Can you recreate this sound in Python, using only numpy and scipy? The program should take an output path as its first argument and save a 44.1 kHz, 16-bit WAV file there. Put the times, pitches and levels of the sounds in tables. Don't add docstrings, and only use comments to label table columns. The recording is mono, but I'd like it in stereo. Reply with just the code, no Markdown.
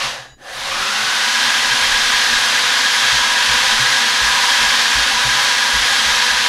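import sys
import numpy as np
from scipy import signal
from scipy.fft import rfft, irfft, next_fast_len
from scipy.io import wavfile
from scipy.ndimage import uniform_filter1d, map_coordinates

SR = 44100
rng = np.random.default_rng(int(sys.argv[2]) if len(sys.argv) > 2 else 0)


def ratio(d):
    e = np.asarray(d, float) / 20
    return 10 ** e


def wav_out(sig):
    wavfile.write(sys.argv[1], SR, np.round(np.clip(np.atleast_2d(sig).T, -1, 1) * 32767).astype(np.int16))


N = 285768


def unit(x):
    return x / np.sqrt(np.mean(x ** 2) + 1e-20)


def along(points, hz):
    f, v = np.transpose(points)
    return np.interp(np.log(hz + 1), np.log(f + 1), v)


def wobble(rate):
    knots = rng.standard_normal(int(N * rate / SR) + 4)
    return map_coordinates(knots, [np.arange(N) * rate / SR])


def filtered(x, response):
    m = next_fast_len(N + SR // 2)
    return irfft(rfft(x, m) * response(np.fft.rfftfreq(m, 1 / SR)), m)[..., :N]


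def peak(hz, centre_hz, width_hz):
    return 1 / (1 + (2 * (hz - centre_hz) / width_hz) ** 2)


def band(centre_hz, width_hz):
    return unit(filtered(rng.standard_normal(N), lambda hz: peak(hz, centre_hz, width_hz)))


def noise(spectrum, patchy_db):
    z = signal.stft(rng.standard_normal(N), nperseg=512)[2]
    field = uniform_filter1d(rng.standard_normal(z.shape), size=8, axis=0)
    field = uniform_filter1d(field, size=8, axis=1)
    x = signal.istft(z * ratio(patchy_db * unit(field)), nperseg=512)[1][:N]
    return unit(filtered(x, lambda hz: ratio(along(spectrum, hz))))


# (full speed [Hz], standstill [s], run-up time constant [s], braking rate [Hz/s])
ROTOR = (244.7, .362, .3, 600)
FULL_HZ, STOP_S, RUN_UP_S, BRAKE_RATE = ROTOR
# (onset [s], rise of the speed until then [Hz/s], sag of the speed half-way down [0-1])
BRAKE = (.05, 351, .2)


def speed():
    start_s, rise, sag = BRAKE
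    brake_s = STOP_S - start_s
    t = np.arange(N) / SR - STOP_S
    left = -t / brake_s
    before = 1 - rise * (left - 1) / BRAKE_RATE
    braking = left * (1 - 4 * sag * left * (1 - left))
    down = BRAKE_RATE * brake_s * np.where(left > 1, before, braking)
    up = FULL_HZ * (1 - np.exp(-np.abs(t) / RUN_UP_S))
    return np.where(t < 0, down, up) * (1 + 0.001008 * wobble(2.5))


def forward():
    return np.arange(N) > STOP_S * SR


# (frequency [Hz], level [dB per Hz])
RUSH_COLOUR = [(90, -44), (160, -31), (240, -28.5), (400, -31.5), (650, -19.5), (900, -12), (1400, -7),
               (2000, -7.5), (2700, -8.5), (3600, -6), (5000, -10), (6300, -13), (8500, -25.5),
               (11000, -36.5), (18000, -120)]
# (frequency [Hz], level [dB per Hz])
HISS_COLOUR = [(4120, -11), (7000, -6), (8350, -6), (10300, -4.5), (15500, -24)]
# (frequency [Hz], width [Hz], boost [dB])
DUCT = [(224.3, 16, 15), (268.4, 13, 12), (390, 33, 5.5), (540, 112, 8), (632, 45, -8.5), (801, 36, 6),
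        (985, 74, 3.5), (1393, 48, -28), (1460, 30, 7.5), (1473, 18, -20), (1939, 50, 3.5), (2070, 25, 1.5),
        (2270, 18, -4.5), (3216, 120, 1), (4080, 39, 0.5)]
TREBLE_DB, BRAKE_TREBLE_DB = -11, -12
STALL_DB, STALL_SLOPE_DB, ATTACHED = 3.5, 18, 0.68
DULL_HZ, DULL_DB = 3620, -3.5


def rush(share):
    stall_db = np.clip(STALL_SLOPE_DB * (ATTACHED - share), 0, STALL_DB)
    hiss_db = np.where(forward(), TREBLE_DB + stall_db, BRAKE_TREBLE_DB + stall_db / 2)

    def duct(hz):
        return np.prod([1 + (ratio(db) - 1) * peak(hz, c, w) for c, w, db in DUCT], axis=0)

    body = ratio(4) * unit(filtered(noise(RUSH_COLOUR, patchy_db=-0.1), duct))
    top = filtered(body, lambda hz: 1 / (1 + (DULL_HZ / (hz + 1)) ** 6))
    dulling = ratio(DULL_DB * (1 - share) * forward()) - 1
    return body + dulling * top + ratio(hiss_db) * noise(HISS_COLOUR, patchy_db=0.9)


# (frequency [Hz], width [Hz], level re rush [dB])
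BACKWASH = (3000, 910, -4)


def backwash():
    hz, width_hz, db = BACKWASH
    return ratio(db) * ~forward() * band(hz, width_hz)


# (multiple of shaft rate, width [Hz], level re rush [dB])
WHISTLE = [
    (6.75, 115, -3),
    (13.15, 88, -11),
]


def whistles(turns):
    grip = np.clip(2.4 * turns / FULL_HZ - .8, 0, 1)
    out = np.zeros(N)
    for multiple, width_hz, db in WHISTLE:
        slow = filtered(rng.standard_normal((2, N)), lambda hz: 1 / (1 + (hz / width_hz) ** 2))
        angle = 2 * np.pi * multiple * np.cumsum(turns) / SR
        out += ratio(db) * grip * unit(slow[0] * np.cos(angle) + slow[1] * np.sin(angle))
    return out


# (frequency [Hz], width [Hz], level re rush [dB])
PIPE = (988, 70, -10.5)


def pipe(share):
    hz, width_hz, db = PIPE
    return ratio(db + 4.2 * wobble(3.99)) * share ** 0.98 * band(hz, width_hz)


RUSH_DB, RUSH_POWER = -20, 2.1
STILL = .06


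def air(turns):
    share = turns / FULL_HZ
    gust_db = .5 * wobble(6) + 0.22 * wobble(40)
    level = np.hypot(share, STILL) ** RUSH_POWER * ratio(RUSH_DB + gust_db)
    return level * (rush(share) + backwash() + whistles(turns) + pipe(share))


# (frequency [Hz], width [Hz], level [dB])
FRAME = [(541, 63, 1.5), (757, 166, -0.5), (1130, 460, -6.5), (1710, 270, 1.5), (3940, 150, -13),
         (4780, 120, -14), (6250, 250, -11)]
GRIND_DB, GRIND_POWER, SETTLE_DB = -25, 1.16, 13.5


def frame(turns):
    share = turns / FULL_HZ
    level = share ** GRIND_POWER * ratio(GRIND_DB - SETTLE_DB * share ** 4 * forward())

    def modes(hz):
        return sum(ratio(db) * peak(hz, c, w) for c, w, db in FRAME)

    return level * ratio(1.4 * wobble(30)) * unit(filtered(rng.standard_normal(N), modes))


# (multiple of base, level [dB rms])
DRIVE = [(2, -66), (3, -69), (4, -59), (5, -65), (6, -74), (7, -59), (8, -78), (9, -80)]
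DRIVE_HZ, DRIVE_OFF_S, DRIVE_T60 = 976.7, .345, .14


def drive():
    t = np.arange(N) / SR
    tones = np.zeros(N)
    for k, db in DRIVE:
        phase = 2 * np.pi * (k * DRIVE_HZ * t + rng.random())
        tones += ratio(db + 5 + 2.8 * wobble(26)) * np.sin(phase)
    return ratio(-60 * np.clip(t - DRIVE_OFF_S, 0, None) / DRIVE_T60) * tones


# (frequency [Hz], level [dB per Hz])
QUIET = [(60, -14), (160, -7), (400, -5), (600, -18), (1200, -28), (3000, -36), (8000, -40), (15000, -44)]
QUIET_DB = -55


def idle(patchy_db):
    return ratio(QUIET_DB) * noise(QUIET, patchy_db)


# (time [s], desk mode level [dB], panel mode level [dB])
KEYS = [(.03, -51, -39), (0.179, -58, -43), (.3, -63, -54), (.61, -54, -55), (1.424, -64, -42),
        (1.703, -53, -37), (2.125, -46, -57), (2.39, -52, -43), (3.021, -70, -40), (3.118, -35, -36),
        (3.483, -34.5, -34), (3.79, -43, -29.5), (4.208, -32, -39), (4.599, -41, -41), (4.945, -29, -36.5),
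        (5.242, -34, -28.5), (5.731, -29, -36), (6.052, -35, -38), (6.299, -38, -52)]
# (frequency [Hz], t60 [s], beat [Hz])
DESK = [
    (53, 0.68, 4.1),
    (127, 0.51, 9.8),
]


def keys():
    out, t = np.zeros(N + SR), np.arange(SR // 2) / SR
    press = (1 - np.exp(-t / 0.0065)) ** 2
    for s, *levels in KEYS:
        for (hz, t60, beat_hz), db in zip(DESK, levels):
            beat = np.cos(np.pi * beat_hz * (t - .025))
            ring = ratio(db + 5.5 - 60 * t / t60) * press * beat
            out[round(s * SR):][:len(t)] -= ring * np.sin(2 * np.pi * hz * t)
    return out[:N]


# (time [s], rumble level [dB])
LEANS = [(.05, -52), (.32, -55), (.55, -57), (.66, -57), (.8, -54), (1.72, -50), (1.9, -40), (2.1, -49),
         (2.33, -49), (3.3, -52), (3.7, -45), (4.3, -51), (4.68, -46), (5.15, -50), (5.8, -53), (6.15, -50)]
# (frequency [Hz], level [dB per Hz])
LOWS = [(12, -2), (25, 2.5), (40, -6), (53, -7), (70, -5), (110, -24), (200, -60)]
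# (frequency [Hz], level [dB per Hz])
PANEL = [(60, -36), (110, -6), (127, 9), (145, -24), (250, -52)]
LEAN_RISE_S, LEAN_T60 = 0.062, 0.51
RUMBLE_DB, PANEL_DB = -70, -53.5


def rumble(turns):
    clock, share = np.arange(N) / SR, turns / FULL_HZ
    leans = np.zeros(N)
    for s, db in LEANS:
        swell = np.exp(np.clip(clock - s, None, 0) / LEAN_RISE_S)
        leans += swell * ratio(db - 60 * np.clip(clock - s, 0, None) / LEAN_T60)
    loose = (leans + share * ratio(RUMBLE_DB)) * ratio(7.5 + 1.2 * wobble(7.9))
    panel = share * ratio(PANEL_DB + 1.8 * wobble(6.4))
    return loose * noise(LOWS, patchy_db=2.0) + panel * noise(PANEL, patchy_db=-2.0)


def room(x, t60):
    t = np.arange(SR // 2) / SR
    tail = rng.standard_normal(len(t)) * ratio(-60 * t / t60) * (t > .004)
    return signal.fftconvolve(x, tail / np.linalg.norm(tail))[:N]


WIDE_DB, NARROWS_DB = -3, 33
SLOW_WIDE_DB, WIDENS_DB = 5, 38


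def width_db(turns):
    share = turns / FULL_HZ
    running = np.minimum(SLOW_WIDE_DB + WIDENS_DB * share, WIDE_DB + NARROWS_DB * (1 - share))
    return np.where(forward(), running, SLOW_WIDE_DB)


# (multiple of shaft rate, level at full speed [dB rms])
SHAFT = [(1, -51), (2, -43.5), (5, -41.5), (17, -41.5), (22, -45), (48, -62)]
# (shaft rate [Hz], gain [dB])
CLAMP = [(120, 4), (190, 3), (215, 11), (225, 5), (238, 10), (243, 0)]
# (shaft rate [Hz], gain [dB])
CLAMP_TWICE = [(165, -12), (180, 1), (200, 3), (211, -7), (221, 2), (231, -8), (241, -5), (244, 0)]


def rotor(turns):
    angle = 2 * np.pi * np.cumsum(turns) / SR
    tones = []
    for k, db in SHAFT:
        level = np.sqrt(2) * ratio(db + 1.04 * wobble(9))
        tones.append(level * np.sin(k * angle + 0.2 * wobble(8.8)))
    tones[0] *= ratio(along(CLAMP, turns))
    tones[1] *= ratio(along(CLAMP_TWICE, turns))
    return (turns / FULL_HZ) ** 2 * forward() * sum(tones)


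# (frequency [Hz], side re mid [dB])
SIDE_COLOUR = [(60, -36), (300, -43), (500, -29.5), (1200, -40.5), (2700, -25), (4500, -23.5), (6000, -24),
               (8500, -12.5), (11000, -17), (15000, -23)]
MIC_HISS_DB, IDLE_SIDE_DB = -72, -20


def scene():
    turns = speed()
    fan = air(turns) + frame(turns)
    echo = ratio(-10) * room(fan, t60=.12)
    echo = filtered(echo, lambda hz: 1 / (1 + (1100 / (hz + 1)) ** 6 + (hz / 5000) ** 4))
    mid = ratio(0.13) * fan + echo + drive() + rotor(turns)
    mid += keys() + rumble(turns)
    mid += idle(patchy_db=3.0) + ratio(MIC_HISS_DB) * rng.standard_normal(N)
    side = filtered(room(mid, t60=0.067), lambda hz: ratio(along(SIDE_COLOUR, hz)))
    side = side * ratio(width_db(turns)) + ratio(IDLE_SIDE_DB) * idle(patchy_db=6.0)
    return np.array([mid + side, mid - side])


def top_cut(x):
    return signal.sosfilt(signal.butter(12, 15630, fs=SR, output="sos"), x)


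def record(dry):
    mix = filtered(dry, lambda hz: hz < 15700)
    return top_cut(mix)


dry = scene()
out = record(dry)
wav_out(out)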